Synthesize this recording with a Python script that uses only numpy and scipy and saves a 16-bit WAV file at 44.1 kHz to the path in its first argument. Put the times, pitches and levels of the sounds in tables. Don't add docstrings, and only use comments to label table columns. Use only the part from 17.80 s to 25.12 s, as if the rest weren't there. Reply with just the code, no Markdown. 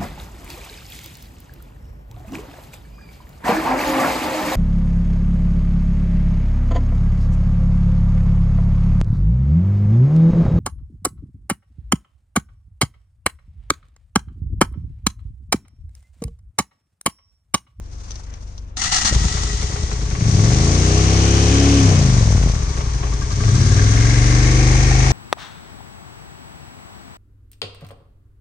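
import sys
import numpy as np
from scipy import signal
from scipy.fft import rfft, irfft
from scipy.io import wavfile
from scipy.ndimage import uniform_filter1d

SR = 44100
rng = np.random.default_rng(int(sys.argv[2]) if len(sys.argv) > 2 else 0)


def inscribe(sig):
    pcm = np.round(np.clip(np.atleast_2d(sig).T, -1, 1) * 32767)
    wavfile.write(sys.argv[1], SR, pcm.astype(np.int16))


N = 322812
TIME = np.arange(N) / SR
FREQS = np.maximum(np.arange(N // 2 + 1) * SR / N, 1)
PORT_LAG_S = 0.0004356

# [f/Hz, width f/Hz, level/dB a few steps away, level/dB beside the tank]
BOOM_MODES = [(52.4, 18, 5, -20), (78.4, 14.6, 1.5, -40.5)]
THUMP_MODES = [(101.3, 31.4, 5.14, 13), (131.6, 47.6, 3.24, 7.5), (160.8, 37, 1.14, -3.5)]
BARK_MODES = [(242.3, 15, 0, 2), (275.8, 43, -2, 0.5), (312.5, 47, -0.5, -0.5), (344.6, 20, -1, -3),
              (411.7, 18.8, -1.5, -6), (516, 58, -15, -19), (726, 62, -12.5, -13)]
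REAR_DELAY = .397
VALVE_LEAD_S = .015
TURBULENCE = .028


def exhaust(cycles, gain, rear_db=3.0, crack_low_hz=230, crack_high_hz=720, thud_hz=97, thud_width_hz=30):
    early = np.interp(TIME + VALVE_LEAD_S, TIME, cycles)
    front = blowdown(early, 0, TURBULENCE)
    rear = from_db(rear_db) * blowdown(early, REAR_DELAY, TURBULENCE)
    pulses = front + rear
    boom = gain["boom"] * pipes(pulses, BOOM_MODES, low_hz=32.0, high_hz=105, hold=0.95)
    thump = gain["thump"] * pipes(pulses, THUMP_MODES, low_hz=66.4, high_hz=235, hold=0.28)
    bark = gain["bark"] * pipes(pulses, BARK_MODES, low_hz=181, high_hz=835, hold=0.07)
    pops = sum(strokes(cycles, at, spread_db=5, jitter_s=.0004) for at in (0, REAR_DELAY))
    cracks = gain["cracks"] * even(butter(pops, [crack_low_hz, crack_high_hz], "band", order=3))
    thuds = gain["thuds"] * even(butter(resonate(pops, thud_hz, thud_width_hz), 203, "low"))
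    return boom + thump + bark + cracks + thuds + gain["roar"] * roar(cycles)


def blowdown(cycles, offset, turbulence, puff_s=0.036, push=1.0):
    clicks = strokes(cycles, offset, spread_db=1.3, jitter_s=.0003)
    shove = strokes(cycles, offset + 0.322, spread_db=1.2, jitter_s=0.0004)
    puff = turbulence * fade(clicks, puff_s) * rng.standard_normal(N)
    return clicks + roughness(cycles) * (puff + push * butter(shove, 140, "low"))


# [t/s, share of the way 0-1]
APPROACH = [(4.7, 0.026), (6.0, 0.87), (7.3, 0.77)]


def pipes(pulses, modes, low_hz, high_hz, hold):
    near, = in_time(APPROACH)
    x = 0
    for k, (hz, width, side_db, tank_db) in enumerate(modes):
        level_db = side_db + near * (tank_db - side_db)
        x = x + (-1) ** k * from_db(level_db) * resonate(pulses, hz, width)
    return even(butter(butter(x, low_hz, "high"), high_hz, "low", order=3), hold)


def roar(cycles, puff_s=.007):
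    puffs = fade(sum(strokes(cycles, at, spread_db=18, jitter_s=0.00093) for at in (0, REAR_DELAY)), puff_s)
    return puffs * rms_one(butter(rng.standard_normal(N), [290, 680], "band", order=3))


# [t/s, level/dB before the shared thud_db]
POPS = [(4.008, -3.5), (4.409, 1), (4.488, -4.5), (4.549, 3), (4.602, -6.5), (4.661, 3.5)]


def afterfire(thud_hz=98, width_hz=32, thud_db=-7):
    clicks = np.zeros(N)
    for s, db in POPS:
        clicks[int(s * SR)] = from_db(db + thud_db)
    return butter(resonate(clicks, thud_hz, width_hz), 400, "low") * SR / (2 * np.pi * width_hz)


CATCH_S, IDLE_HZ, FLARE_HZ, FLARE_S = 1.325, 10.232, .615, .2
FALL_S, FALL_POWER = .58, 1.556
# [opened t/s, shut t/s, speed f/Hz it heads for, spin-up time t/s]
REVS = [(2.39, 3.942, 35.642, .407), (5.556, 7.4, 25.773, .431)]


def engine_speed():
    speed = IDLE_HZ + FLARE_HZ * np.exp(-np.maximum(TIME - CATCH_S, 0) / FLARE_S)
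    for opened, shut, top_hz, rise_s in REVS:
        open_for = np.clip(TIME, opened, shut) - opened
        gained = (top_hz - IDLE_HZ) * (1 - np.exp(-open_for / rise_s))
        speed = speed + gained * np.exp(-(np.maximum(TIME - shut, 0) / FALL_S) ** FALL_POWER)
    return speed


def crank(speed):
    return np.cumsum(speed * (TIME >= CATCH_S)) / SR


OPENING_S, PULL_S, PULL_LAG_S = 0.11, 0.32, 0.019
NOTE_LAG_S, NOTE_CHANGE_S, SNAP_S = 0.051, 0.031, 0.14
OVERRUN_END_HZ, OVERRUN_FADE_HZ = 13.2, 3.5


def throttle(speed):
    pull, closed, snap = 0, 1, 0
    hardest_hz = max(top_hz for _, _, top_hz, _ in REVS)
    for opened, shut, top_hz, _ in REVS:
        opening = (1 + np.tanh((TIME - opened - PULL_LAG_S) / OPENING_S)) / 2
        pull = pull + top_hz / hardest_hz * opening * np.exp(-np.maximum(TIME - opened, 0) / PULL_S)
        since = np.maximum(TIME - shut - NOTE_LAG_S, 0) / SNAP_S
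        closed = closed - (TIME > opened) * np.exp(-(since * SNAP_S / NOTE_CHANGE_S) ** 2)
        snap = snap + since * np.exp((1 - since ** 2) / 2)
    overrun = closed * np.clip((speed - OVERRUN_END_HZ) / OVERRUN_FADE_HZ, 0, 1)
    return pull, overrun, snap


FIRST_HOLD_S, FIRST_FADE_S = 0.13, 0.019
CRACK_DB, CRACK_DB_PER_DOUBLING = -31, -2
THUD_DB, THUD_DB_PER_DOUBLING = -23, 8.5
PART_LEVELS = {"boom": (-22, 3.5, -5.5, 5.5, -9, 7, 5.5), "thump": (-25.5, 5, 19, -2, 2, 7, 2.5),
               "bark": (-41, 9, 5.5, -10.5, 10, 3, 0), "roar": (-42.5, 7.5, 12.5, 1, 7, 8, -11.5),
               "hum": (-43.5, -2, 3, -18, -9, -2, 5.5), "rasp": (-39, 6, 3.5, 0.5, -0.5, -1, 3.5),
               "clatter": (-44, 7, 7, 1, -1.5, 0, 3), "gears": (-56, 8, -39, -10, 7, 4.5, 7)}


def part_gains(speed):
    doublings = np.log2(speed / IDLE_HZ)
    pull, overrun, snap = throttle(speed)
    first = np.exp(-np.maximum(TIME - CATCH_S - FIRST_HOLD_S, 0) / FIRST_FADE_S)
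    near, = in_time(APPROACH)
    states = np.array([np.ones(N), doublings, pull, overrun, snap, first, near])
    gains = {part: from_db(np.dot(db, states)) for part, db in PART_LEVELS.items()}
    gains["cracks"] = overrun * from_db(CRACK_DB + CRACK_DB_PER_DOUBLING * doublings)
    gains["thuds"] = overrun * from_db(THUD_DB + THUD_DB_PER_DOUBLING * doublings)
    return gains


IDLE_ROUGH, STEADYING = 0.55, 1.6


def roughness(cycles):
    speed = np.maximum(np.gradient(cycles) * SR, IDLE_HZ)
    return np.clip(IDLE_ROUGH * (IDLE_HZ / speed) ** STEADYING, 0, 1)


def strokes(cycles, offset, spread_db, jitter_s):
    at = np.searchsorted(cycles, np.arange(int(cycles[-1]) + 1) + offset, side="right")
    at = at[at < N]
    size, late = rng.standard_normal((len(at), 2)).T
    rough = roughness(cycles)[at]
    shifted = at + (late * rough * jitter_s * SR).astype(int)
    clicks = np.zeros(N)
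    clicks[np.clip(shifted, 0, N - 1)] = from_db(spread_db * rough * np.minimum(size, 1))
    return clicks


# [f/Hz, level/dB per Hz]
RASP_COLOUR = [(290, 9.5), (500, 0.5), (747, -6), (920, -8), (1140, -3), (1250, -8), (2150, -7.5),
               (2690, -13), (3400, -15), (4420, -35.5), (7480, -120)]
CLATTER_COLOUR = [(1530, -79.5), (2600, -12), (3920, -3), (6240, 1.5), (7450, -6.5), (8960, -11.5),
                  (10800, -39.5), (22000, -120)]
# [f/Hz, width f/Hz, level/dB]
CASE_MODES = [(1112, 32, -16), (2206, 37, -7.5), (2400, 19, -12.5), (6130, 1000, 9)]
FREEWHEEL_DB = 11.5


def mechanics(cycles, gain, gulp=0.91, tick=0.54, rasp_low_hz=560):
    gulps = fade(sum(strokes(cycles, at, spread_db=28.0, jitter_s=0.00025) for at in (.2, .61)), 0.0097)
    valve_clicks = sum(strokes(cycles, at, spread_db=18, jitter_s=0.0007) for at in (.12, .26, .34, .68))
    ticks = fade(valve_clicks, 0.0049)
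    intake = gain["rasp"] * butter(hiss(RASP_COLOUR, CASE_MODES, lift_db=5.0), rasp_low_hz, "high")
    rasp = (1.7 + gulp * gulps) * (intake + gain["gears"] * gears(cycles))
    coasting = starter_spin()
    valve_noise = np.sqrt(1 - coasting) * hiss(CLATTER_COLOUR, CASE_MODES, lift_db=3.0)
    clutch_noise = np.sqrt(coasting) * butter(hiss(GRIND_COLOUR), 1000, "high")
    metal = valve_noise + clutch_noise
    clatter = gain["clatter"] * from_db(FREEWHEEL_DB * coasting) * (1.26 + tick * ticks) * metal
    shaken = rng.standard_normal(N) * (0.2 + gulps)
    hum = gain["hum"] * even(resonate(resonate(shaken, 414, 7.1), 431, 54))
    return (cycles > 0) * (rasp + clatter + hum + cover(cycles))


def gears(cycles):
    return whirr(cycles + 0.00089 * drift(23), teeth=84.0, spread=21.5)


# [f/Hz, width f/Hz, level/dB, nearest at t/s, half-length t/s]
COVER_MODES = [(762, 63, -26.5, 7.62, 0.46), (1140, 42, -39.5, 5.74, 0.42), (1610, 28, -36.5, 6.13, 0.42),
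               (1892, 26, -36, 7.5, 0.46), (2120, 46, -37, 6.5, 0.31), (2170, 74, -40.5, 7.3, 0.47)]


def cover(cycles, clack_s=0.015):
    clacks = fade(strokes(cycles, 0.14, spread_db=5, jitter_s=0.00022), clack_s)
    rattle = clacks * rng.standard_normal((2, N))
    out = 0
    for hz, width, db, s, half_s in COVER_MODES:
        ring = even(resonate(resonate(rattle, hz, width), hz, 10 * width))
        out = out + from_db(db) / np.cosh((TIME - s) / half_s) * ring
    return out


# [t/s, level/dB]
DRONE_ORDERS = [(9, -4), (12, -1.5), (13, -7), (14, -6), (15, -6), (19, -10), (21, -15)]
DRONE_LEVEL = [(5.4, -93), (5.75, -26.5), (6.25, -32), (6.8, -24), (7.15, -30.5)]


def drone(cycles):
    turns = cycles + 0.0018 * drift(6.7)
    lines = 0
    for order, db in DRONE_ORDERS:
        lines = lines + from_db(db) * np.sin(2 * np.pi * (order * turns + rng.random()))
    return from_db(in_time(DRONE_LEVEL)[0]) * rms_one(lines)


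# [t/s, level/dB]
PANEL_LEVEL = [(3.6, -68), (3.74, -17.5), (3.95, -13.5), (4.06, -14), (4.2, -72)]


def panel(cycles, order=8):
    return from_db(in_time(PANEL_LEVEL)[0]) * np.sin(2 * np.pi * order * cycles)


# [t/s, level/dB before the shared TICK_DB, ring f/Hz]
TICKS = [(5.9953, -16.5, 1580), (6.1744, -22, 2120), (6.2223, -21, 2130), (6.3071, -20, 2140),
         (6.3594, -19, 2020)]
TICK_DB, TICK_RING_S = -1.5, 0.0053


def loose_ticks(rattle=0.24):
    out, age = np.zeros((2, N)), np.arange(SR // 20) / SR
    for s, db, hz in TICKS:
        buzz = rms_one(resonate(rng.standard_normal(len(age)), hz, 900))
        ring = np.sin(2 * np.pi * hz * age) + rattle * buzz
        for port in (0, 1):
            at = int((s + port * PORT_LAG_S) * SR)
            out[port, at:at + len(age)] += from_db(db + TICK_DB) * ring * np.exp(-age / TICK_RING_S)
    return out


# [start t/s, end t/s, level/dB, lower rumble's base f/Hz, upper rumble's base f/Hz]
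GRINDS = [(0.969, 1.342, -36.5, 1933, 6550), (1.014, 1.076, -31, 808, 6380),
          (1.118, 1.189, -26.5, 1294, 6660), (1.21, 1.229, -30, 1925, 6630),
          (1.248, 1.293, -25.5, 1570, 6410)]
# [f/Hz, level/dB per Hz]
GRIND_COLOUR = [(350, -32), (600, -29), (737, -3.5), (1050, -18), (1320, -4.5), (1490, -15), (1940, -12),
                (2320, -14.5), (6490, -5), (9210, -21.5), (10800, -45), (22000, -120)]
# [f/Hz, width f/Hz, level/dB]
STARTER_MODES = [(1890, 73, 10), (2880, 58, -11), (4230, 28, -5), (4360, 17, -9), (5980, 64, 0)]
STARTER_SAG = .07
WHINE_HZ, WHINE_LOADED_DB, WHINE_FREE_DB = 1950, -34, -41


def starter(shaft_hz=131, flutter_hz=51, flutter=0.2, tone_db=-9, lower_db=-4.5, upper_db=-3):
    power, rumbles, drag = 0, 0, 0
    for start, end, db, lower_hz, upper_hz in GRINDS:
        gate = (1 + np.tanh((TIME - start) / 0.0017)) * (1 + np.tanh((end - TIME) / 0.01)) / 4
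        wobble = 1 - flutter * np.cos(2 * np.pi * flutter_hz * (TIME - start))
        load = from_db(db) * np.sqrt(gate) * wobble
        progress = np.clip((TIME - start) / (end - start), 0, 1) - .5
        power, drag = power + load ** 2, drag + gate * STARTER_SAG * progress
        glide = .06 * progress
        lower = from_db(lower_db) * sing(lower_hz * glide, 52)
        upper = from_db(upper_db) * sing(upper_hz * glide, 136)
        rumbles = rumbles + load * (lower + upper)
    turns = np.cumsum(shaft_hz * (1 - drag + .015 * drift(22))) / SR
    meshes = np.diff(np.floor(2 * turns), prepend=0)
    teeth = rms_one(1 + 1.2 * fade(meshes * rng.random(N), .0008))
    tone = from_db(tone_db) * whirr(turns, teeth=11.1, spread=3.1)
    grind = 2.25 * hiss(GRIND_COLOUR, STARTER_MODES, lift_db=9) + tone
    whine = sing(WHINE_HZ * (1 - drag + .003 * drift(8)), 70)
    whine_db = np.where(TIME < CATCH_S, WHINE_LOADED_DB, WHINE_FREE_DB)
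    return teeth * (np.sqrt(power) * grind + rumbles) + from_db(whine_db) * starter_spin() * whine


STARTER_ON_S, STARTER_REST_S, SPIN_DOWN_S = 1, 2.434, 0.87


def starter_spin():
    return (TIME > STARTER_ON_S) * np.clip((STARTER_REST_S - TIME) / SPIN_DOWN_S, 0, 1)


# [f/Hz, width f/Hz, level/dB]
SOLENOID_MODES = [(2040, 220, 6), (3670, 230, -3), (4900, 300, 3), (6700, 190, -4)]
SOLENOID_S, SOLENOID_DB = 0.970, -26.5


def solenoid(clack_s=0.0055):
    clack = (TIME > SOLENOID_S) * np.exp(-np.abs(TIME - SOLENOID_S) / clack_s)
    return from_db(SOLENOID_DB) * clack * hiss(SWITCH_COLOUR, SOLENOID_MODES, lift_db=21)


# [t/s, level/dB]
CLICKS = [(0.307, -32.5), (0.317, -35), (0.356, -34.5), (0.539, -39), (0.779, -36.5)]
# [middle t/s, half-length t/s, level/dB]
RUBS = [(0.12, 0.11, -61), (0.335, 0.084, -50), (0.66, 0.16, -57)]
SEAT_RUSTLES = [(0.34, 0.057, -46.5), (0.534, 0.031, -42.5)]
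# [f/Hz, level/dB per Hz]
CLOTH_COLOUR = [(1060, -8), (1800, -15.5), (3150, -18), (6180, -6), (6890, -13), (10000, -28.5),
                (22000, -120)]
SWITCH_COLOUR = [(600, 1), (2000, -18), (3600, -3), (5000, 1), (6100, 9), (7200, -19), (9500, -24),
                 (12000, -62)]


def rider(click_s=0.0058):
    clicks = np.zeros(N)
    for s, db in CLICKS:
        clicks[int(s * SR)] = from_db(db)
    cloth = rubbing(RUBS) * hiss(CLOTH_COLOUR)
    seat = rubbing(SEAT_RUSTLES) * butter(hiss(RASP_COLOUR), 530, "high")
    return cloth + seat + fade(clicks, click_s) * hiss(SWITCH_COLOUR)


def rubbing(rows):
    swells = sum(from_db(db) / np.cosh((TIME - s) / half_s) for s, half_s, db in rows)
    return from_db(2.6 * drift(40)) * swells


# [f/Hz, rms level/dB]
DISTANT_TONES = [(27, -40), (49.5, -35), (55.7, -41.5), (75, -40), (98, -42)]
# [f/Hz, level/dB per Hz]
AIR_COLOUR = [(76, -35), (130, 2.5), (398, -10), (4000, -32), (5200, -89.5), (8800, -120)]
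AIR_DB = -50


def street():
    wander = 0.0011 * drift(7.5)
    throb = 0
    for hz, db in DISTANT_TONES:
        tone = np.sin(2 * np.pi * (hz * (TIME + wander) + rng.random()))
        throb = throb + np.sqrt(2) * from_db(db) * tone
    return throb + from_db(AIR_DB) * hiss(AIR_COLOUR)


# [f/Hz, likeness 0-1]
LIKENESS = [(500, 0.55), (2000, 0.45), (5000, 0.12)]


def hiss(spectrum, peaks=(), lift_db=0):
    mid, side = rfft(rng.standard_normal((2, N)))
    db = by_hz(spectrum)
    for hz, width, peak_db in peaks:
        db = db + lift_db * from_db(peak_db / 10) / (1 + (2 * (FREQS - hz) / width) ** 2)
    alike = np.clip(by_hz(LIKENESS), 0, .9)
    turn = 2 * np.pi * FREQS * PORT_LAG_S
    ports = np.sqrt(1 + alike) * mid + np.sqrt(1 - alike) * side * [[1], [-1]]
    ports = ports * np.exp(-1j * turn * [[0], [1]])
    return rms_one(irfft(from_db(db) * ports / np.sqrt(1 + alike * np.cos(turn) / 2), N))


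def whirr(turns, teeth, spread, size=4096):
    orders = np.arange(size // 2 + 1)
    errors = rfft(rng.standard_normal((2, size))) / (1 + ((orders - teeth) / spread) ** 4)
    place = turns % 1 * size
    return rms_one(np.array([np.interp(place, np.arange(size), side) for side in irfft(errors)]))


def sing(hz, width_hz):
    a, b = butter(rng.standard_normal((2, N)), width_hz / 2, "low")
    phase = 2 * np.pi * np.cumsum(hz * np.ones(N)) / SR
    return rms_one(a * np.cos(phase) + b * np.sin(phase))


def even(x, hold=1):
    x = rms_one(x)
    power = uniform_filter1d(uniform_filter1d(x * x, size=SR // 10), size=SR // 10)
    return x / np.sqrt(np.abs(power) + 1e-14) ** np.clip(hold, 0, 1)


def fade(clicks, seconds):
    return signal.lfilter([1], [1, -np.exp(-1 / (seconds * SR))], clicks + 1e-18)


def resonate(x, hz, width_hz):
    r = np.exp(-np.pi * width_hz / SR)
    top = np.array([1, 0, -1]) * (1 - r * r) / 2
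    return signal.lfilter(top, [1, -2 * r * np.cos(2 * np.pi * hz / SR), r * r], x + 1e-18)


def butter(x, hz, kind, order=2):
    return signal.sosfilt(signal.butter(order, hz, kind, fs=SR, output="sos"), x + 1e-18)


def drift(hz):
    return rms_one(irfft(rfft(rng.standard_normal(N)) / (1 + (FREQS / hz) ** 2), N))


def from_db(db):
    return 10 ** (np.asarray(db) / 20)


def rms_one(x):
    return x / np.sqrt(np.mean(np.atleast_2d(x).mean(0) ** 2) + 1e-20)


def in_time(rows):
    s, *columns = np.transpose(rows)
    return [np.interp(TIME, s, c) for c in columns]


def by_hz(points):
    hz, value = np.transpose(points)
    return np.interp(np.log(FREQS), np.log(hz), value)


def scene():
    speed = engine_speed()
    cycles, gain = crank(speed), part_gains(speed)
    engine = exhaust(cycles, gain) + afterfire() + panel(cycles) + drone(cycles) + mechanics(cycles, gain)
    return engine + loose_ticks() + solenoid() + starter() + rider() + street()


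# [f/Hz, left over right level/dB]
LEAN = [(60, 2.5), (96, 3.5), (150, 3), (240, 3), (390, 0), (620, 2.5), (990, 3.5), (1590, 4.5), (2540, 5),
        (4050, -0.5), (6470, 9.5), (10300, -22.5)]
CUTOFF_HZ = 10400


def record(dry, top=1.0):
    ratio = from_db(by_hz(LEAN))
    port_gains = 2 * np.array([ratio, np.ones_like(ratio)]) / (1 + ratio)
    ports = irfft(rfft(dry) * port_gains, N)
    rounded = ports / (1 + (ports / top) ** 4) ** .25
    return signal.sosfilt(signal.ellip(8, .3, 70, CUTOFF_HZ, fs=SR, output="sos"), rounded)


dry = scene()
out = record(dry)
inscribe(out)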